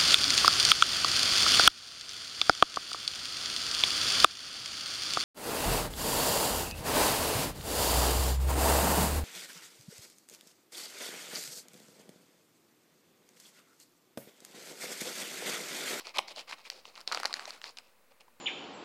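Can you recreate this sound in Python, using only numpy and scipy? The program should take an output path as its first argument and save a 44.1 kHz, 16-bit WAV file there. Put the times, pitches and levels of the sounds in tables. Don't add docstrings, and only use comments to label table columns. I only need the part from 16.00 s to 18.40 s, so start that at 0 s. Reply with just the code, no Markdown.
import sys
import numpy as np
from scipy import signal
from scipy.fft import rfft, irfft
from scipy.io import wavfile

SR = 44100
rng = np.random.default_rng(int(sys.argv[2]) if len(sys.argv) > 2 else 0)


def materialize(psi):
    bounded = np.clip(np.atleast_2d(psi).T, -1, 1)
    quanta = np.round(bounded * 32767).astype(np.int16)
    wavfile.write(sys.argv[1], SR, quanta)


N = 105840

# peak_s, rise_s, fall_s, body_hz, body_db, treble_hz, treble_db
HAND_STROKES = [(0.005, 0.006, 0.014, 1080, -54, 4270, -50), (0.073, 0.019, 0.023, 870, -49, 2340, -46.5),
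                (0.151, 0.0058, 0.0056, 1030, -47.5, 2400, -45),
                (0.167, 0.007, 0.0082, 780, -38.5, 2270, -39.5),
                (0.284, 0.0048, 0.0061, 960, -54, 4500, -45.5), (0.314, 0.014, 0.0083, 618, -49, 3250, -47),
                (0.382, 0.015, 0.016, 636, -50.5, 3050, -44.5),
                (0.396, 0.0084, 0.017, 1070, -51.5, 2800, -47),
                (0.48, 0.0045, 0.0095, 1170, -49.5, 2200, -55.5),
                (0.496, 0.0096, 0.018, 1120, -53, 2280, -46),
                (0.528, 0.0044, 0.0093, 1130, -45.5, 2580, -44),
                (0.589, 0.014, 0.026, 930, -58.5, 3700, -59.5),
                (0.67, 0.017, 0.0088, 1730, -54.5, 2320, -49.5),
                (0.722, 0.011, 0.0084, 565, -54.5, 2500, -53),
                (0.754, 0.02, 0.037, 530, -58.5, 4830, -55.5),
                (0.872, 0.016, 0.031, 680, -58.5, 4160, -57.5),
                (0.985, 0.028, 0.028, 1100, -54.5, 2000, -56),
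                (1.088, 0.0093, 0.018, 1030, -49, 3930, -48.5),
                (1.126, 0.0092, 0.045, 1240, -45.5, 4470, -43.5),
                (1.163, 0.018, 0.024, 1170, -47.5, 2250, -48),
                (1.199, 0.0052, 0.017, 640, -47.5, 1900, -45), (1.268, 0.032, 0.016, 930, -54, 4100, -51),
                (1.306, 0.0083, 0.015, 1090, -48, 2400, -53),
                (1.37, 0.015, 0.0082, 1570, -45.5, 2500, -46.5),
                (1.412, 0.019, 0.042, 1170, -50, 2110, -53), (1.478, 0.0026, 0.0071, 636, -44.5, 2310, -48),
                (1.499, 0.018, 0.0053, 1000, -51.5, 1980, -48),
                (1.529, 0.012, 0.039, 1410, -53.5, 2000, -55),
                (1.666, 0.022, 0.027, 1010, -51, 4660, -48.5),
                (1.793, 0.011, 0.0091, 1460, -55, 3270, -57.5),
                (1.851, 0.023, 0.048, 554, -72.5, 2740, -70),
                (2.119, 0.0085, 0.0042, 517, -60.5, 2460, -66),
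                (2.209, 0.0056, 0.0067, 820, -59.5, 2600, -59.5),
                (2.282, 0.0035, 0.0036, 990, -60, 2800, -73)]


def undb(db):
    return 10 ** (np.asarray(db) / 20)


def unit(x):
    return x / np.sqrt(np.mean(x ** 2))


def read(points, hz):
    p = np.array(points, float)
    return np.interp(np.log(np.maximum(hz, 1)), np.log(p[:, 0]), p[:, 1])


def colour(x, points):
    hz = np.arange(len(x) // 2 + 1) * SR / len(x)
    return irfft(rfft(x) * undb(read(points, hz)), len(x))


def fade(t, t60):
    return np.exp(-np.log(1000) * t / t60)


def band(x, lo, hi, order=2):
    sos = signal.butter(order, [lo, min(hi, SR / 2 - 1)], "band", fs=SR, output="sos")
    return signal.sosfilt(sos, x)


def blip(hz, t60):
    t = np.arange(SR // 25) / SR
    ring = np.sin(2 * np.pi * hz * t) * fade(t, t60) * (1 - np.exp(-2 * hz * t))
    return ring * np.sqrt(SR / 1000 / np.sum(ring ** 2))


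def add(out, at, sound):
    i = int(at * SR)
    out[i:i + len(sound)] += sound[:len(out[i:i + len(sound)])]


def background_hiss():
    # pitch_hz, level_db (per Hz)
    hiss_colour = [(20, -15), (55, -19.5), (130, -17.5), (230, -12), (380, -15.5), (520, -7), (700, -15),
                   (1050, -13.5), (2000, -17), (5400, -29.5), (15000, -23.5)]
    level_db = -66
    return undb(level_db) * unit(colour(rng.standard_normal(N), hiss_colour))


def room(x):
    # pitch_hz, level_db
    echo_colour = [(60, -13), (200, 7), (500, 0.5), (1100, -2), (2000, -2.5), (4500, -6.5), (8000, 4.5),
                   (16000, 6)]
    near_db, near_t60_s, near_delay_s = -13, 0.15, 0.0016
    tail_db, tail_t60_s = -14.5, 0.68
    damp_hz, damp_t60_s = 5800, 0.27
    blur_hz = 89.3
    t = np.arange(SR // 2) / SR

    def echoes(t60, db):
        start = np.clip(t / near_delay_s - .5, 0, 1)
        noise = colour(rng.standard_normal(len(t)), echo_colour) * fade(t, t60) * start
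        low = signal.sosfiltfilt(signal.butter(6, damp_hz, fs=SR, output="sos"), noise)
        damped = low + (noise - low) * fade(t, damp_t60_s)
        return damped * undb(db) / np.sqrt(np.sum(fade(t, t60) ** 2))

    wander_hz = blur_hz * unit(band(rng.standard_normal(N), blur_hz / 2, blur_hz))
    turning = np.exp(2j * np.pi * np.cumsum(wander_hz) / SR)
    blurred = np.real(signal.hilbert(x) * turning)
    all_echoes = echoes(near_t60_s, near_db) + echoes(tail_t60_s, tail_db)
    return x + signal.fftconvolve(blurred, all_echoes)[:N]


def knocks():
    # start_s, pitch_hz, level_db (of the lower mode)
    piece_knocks = [(0.162, 750, -37), (0.3725, 624, -41), (1.2955, 990, -39), (1.308, 1133, -36),
                    (1.391, 960, -40), (1.407, 1240, -41), (1.478, 760, -37.5), (2.281, 1000, -52)]
    t60_s, upper_ratio, upper_db = 0.018, 1.8, -11
    out = np.zeros(N)
    for at, hz, db in piece_knocks:
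        lower = blip(hz, t60_s)
        upper = undb(upper_db) * blip(hz * upper_ratio, t60_s / 2)
        add(out, at, undb(db) * (lower + upper))
    return out


def crackles():
    slots_per_s, cycles = 220, 9
    base_db, spread_db = -3, 10.5
    bright_hz, pitch_octaves = 4400, 1.55
    out = np.zeros(N)
    for at, rise, fall, body_hz, body_db, treble_hz, treble_db in HAND_STROKES:
        chance = rng.random((64, 4))
        for k, (when, kind, pitch, size) in enumerate(chance):
            offset = (k + when) / slots_per_s - 2 * rise
            if offset > 2 * fall or at + offset < 0:
                continue
            if kind < .5:
                hz, db = body_hz, body_db
            else:
                hz, db = np.sqrt(treble_hz * bright_hz), treble_db
            hz = hz * 2 ** (pitch_octaves * (pitch - .5))
            swell = np.exp(-.5 * (offset / (rise if offset < 0 else fall)) ** 2)
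            level = swell * undb(db + base_db + spread_db * size ** 2)
            add(out, at + offset, level * blip(hz, cycles / hz))
    return out


def rustle():
    # pitch_hz, level_db (per half octave)
    rustle_colour = [(100, -41), (200, -22), (400, -13.5), (700, -8), (1100, -6), (1600, -8.5), (2400, -4),
                     (3300, -5.5), (4600, -5.5), (6400, -13), (9000, -16.5), (15000, -24)]
    # time_s, level_db
    sheen = [(.15, 1), (1.05, 2.5), (1.12, 1), (1.55, 6), (1.68, 2)]
    sheen_hz = 6000
    rustle_db = -3
    clicks_per_s, click_spread_db, click_colour_db = 3500, 3, 4.5
    body_centre_hz, treble_centre_hz = 1400, 2800
    fold_body_db, fold_treble_db, fold_width = -4.5, -4, 0.12
    t = np.arange(N) / SR

    strength_db = click_spread_db * np.minimum(rng.exponential(1, N), 4)
    clicks = (rng.random(N) < clicks_per_s / SR) * undb(strength_db)
    shower = unit(clicks * rng.choice([-1, 1], N))

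    out, body, treble = 0, 1e-14, 1e-14
    for at, rise, fall, body_hz, body_db, treble_hz, treble_db in HAND_STROKES:
        distance = (t - at) / np.where(t < at, rise, fall)
        power = np.exp(-np.minimum(distance ** 2, 20))
        body = body + power * undb(body_db) ** 2
        treble = treble + power * undb(treble_db) ** 2
        for hz, db in (body_hz, body_db + fold_body_db), (treble_hz, treble_db + fold_treble_db):
            fold = unit(band(shower, hz / (1 + fold_width), hz * (1 + fold_width)))
            out = out + np.sqrt(power) * undb(db) * fold

    for hz in 100 * 2 ** (np.arange(15) / 2):
        bright = np.clip(np.log(hz / body_centre_hz) / np.log(treble_centre_hz / body_centre_hz), 0, 1)
        click_gain = undb(click_colour_db * rng.uniform(-1.4, 1, N))
        own_clicks = unit(clicks * rng.choice([-1, 1], N) * click_gain)
        lo, hi = hz / 2 ** .25, hz * 2 ** .25
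        stroke_power = body ** (1 - bright) * treble ** bright
        drive = own_clicks * np.sqrt(stroke_power * SR / 2 / (hi - lo))
        sheen_db = np.interp(t, *np.array(sheen).T) * (hz > sheen_hz)
        out = out + undb(read(rustle_colour, hz) + sheen_db) * band(drive, lo, hi, order=3)
    return undb(rustle_db) * out


def snaps():
    # start_s, flex_hz, flex_db, ring_hz, ring_db, tick_db
    creases = [(0.07, 1080, -39, 4470, -35.5, -67), (0.093, 1750, -56, 4630, -41, -65),
               (0.1714, 1310, -36, 3370, -34, -41), (0.1839, 1850, -30, 3310, -18.5, -46),
               (0.1859, 620, -24, 4100, -23.5, -30), (0.1875, 1100, -31, 2900, -21.5, -53),
               (0.1901, 1050, -20.5, 2520, -24.5, -44), (0.191, 1065, -22.5, 2500, -20.5, -47),
               (0.2826, 2060, -41, 4740, -42.5, -68), (0.3618, 2130, -61, 4370, -37.5, -63),
               (0.381, 700, -37, 4580, -41.5, -58), (0.5117, 1610, -34.5, 4160, -37.5, -48),
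               (0.5249, 1820, -34.5, 3670, -44, -71), (0.5294, 2020, -33.5, 2500, -35, -63),
               (0.701, 1950, -35, 4600, -27, -40), (0.8539, 1120, -38.5, 2870, -37, -74),
               (0.9546, 1660, -56, 4660, -43.5, -70), (0.9597, 2150, -50, 2740, -42, -69),
               (0.9776, 1330, -44.5, 3970, -41.5, -71.5), (1.006, 1330, -50, 4100, -44.5, -49),
               (1.0124, 1400, -48, 4750, -44, -53.5), (1.0761, 760, -35.5, 4210, -24, -44),
               (1.0773, 2400, -40, 5000, -30.5, -60.5), (1.1155, 1350, -24, 2720, -64, -62),
               (1.121, 1300, -26.5, 3680, -37, -47), (1.1231, 1170, -40, 4400, -25, -36.5),
               (1.127, 1288, -24.5, 4120, -31, -58), (1.1313, 1370, -27.5, 4120, -37, -60),
               (1.1471, 1320, -24, 4670, -24.5, -38), (1.1736, 1290, -25, 2840, -30, -46),
               (1.2001, 1300, -32.5, 4600, -39, -38), (1.2327, 1400, -24, 4700, -37, -40),
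               (1.243, 1540, -31, 4550, -38, -59), (1.2517, 980, -24, 3140, -50, -69),
               (1.2553, 1510, -23.5, 4310, -20, -33), (1.2599, 1960, -28.5, 4530, -32.5, -57),
               (1.2716, 1170, -42, 5420, -41, -54), (1.3284, 1290, -38, 4500, -29, -47),
               (1.3402, 1860, -25.5, 4400, -23.5, -39), (1.344, 1290, -43, 4690, -43, -65),
               (1.369, 1610, -34, 2800, -42, -62), (1.395, 1600, -30, 4550, -35.5, -69),
               (1.455, 1450, -36, 3980, -34, -63), (1.5063, 1370, -39, 4530, -33.5, -52),
               (1.6161, 1880, -39.5, 2900, -38, -53), (1.6414, 1770, -33, 4300, -33, -64),
               (1.7713, 2600, -49, 3900, -39, -67), (1.7746, 1530, -55, 2900, -39, -59),
               (1.786, 2650, -36.5, 4900, -37, -49), (2.208, 1190, -53, 3200, -49, -56.5)]
    flex_t60_s, ring_t60_s, tick_t60_s, puff_t60_s = 0.0065, 0.0035, 0.0034, 0.007
    flex_offset_db, ring_offset_db, tick_offset_db = -1, -1, -4.5
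    crack_offset_db = -3
    puff_offset_db, puff_centre_hz = -17.5, 501
    tick_low_hz, ring_top_hz, crack_top_hz = 6000, 7500, 11000
    rise_s, roughness = 0.00017, 0.46

    t = np.arange(SR // 40) / SR
    out = np.zeros(N + len(t))
    one_ms = SR / 1000
    rise = 1 - np.exp(-t / rise_s)

    def sized(sound, db):
        return sound * undb(db) * np.sqrt(one_ms / np.sum(sound ** 2))

    def rough_wave(hz, noise):
        return np.sin(2 * np.pi * hz * t) + roughness * unit(band(noise, hz * 0.32, hz * 1.49))

    crack = band(1. * (t == 0), 2000, crack_top_hz, order=1)
    for at, flex_hz, flex_db, ring_hz, ring_db, tick_db in creases:
        noise = rng.standard_normal((4, len(t)))
        flex = rise * fade(t, flex_t60_s) * rough_wave(flex_hz, noise[0])
        flex = band(flex, 330, ring_top_hz)
        ring = rise * fade(t, ring_t60_s) * rough_wave(ring_hz, noise[1])
        ring = band(ring, 510, ring_top_hz, order=3)
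        tick = band(rise * noise[2] * fade(t, tick_t60_s), tick_low_hz, 9000, order=1)
        puff = band(noise[3] * fade(t, puff_t60_s), puff_centre_hz / 2, puff_centre_hz * 3.0)
        puff_db = flex_db + puff_offset_db - 5 * np.log2(flex_hz / 1000)
        snap = sized(flex, flex_db + flex_offset_db) + sized(puff, puff_db)
        snap += sized(ring, ring_db + ring_offset_db)
        snap += sized(tick, tick_db + tick_offset_db) + sized(crack, tick_db + crack_offset_db)
        add(out, at, snap)
    return out[:N]


def scene():
    hiss = background_hiss()
    film = snaps() + knocks() + crackles() + rustle()
    low_cut = signal.butter(4, 148, "high", fs=SR, output="sos")
    bag = signal.sosfilt(low_cut, room(film))
    return (bag + hiss)[None]


def record(dry):
    # pitch_hz, level_db
    mic_colour = [(300, -2), (620, -0.5), (1150, -0.5), (1800, -2), (2500, 1), (3400, -1.5), (4200, 3),
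                  (5000, 2), (5900, 1), (8000, 0.5), (12000, -2), (16000, -4.5)]
    top_hz, offset = 16000, -0.00044
    top_cut = signal.ellip(8, .2, 70, top_hz, fs=SR, output="sos")
    return signal.sosfilt(top_cut, colour(dry[0], mic_colour))[None] + offset


dry = scene()
out = record(dry)
materialize(out)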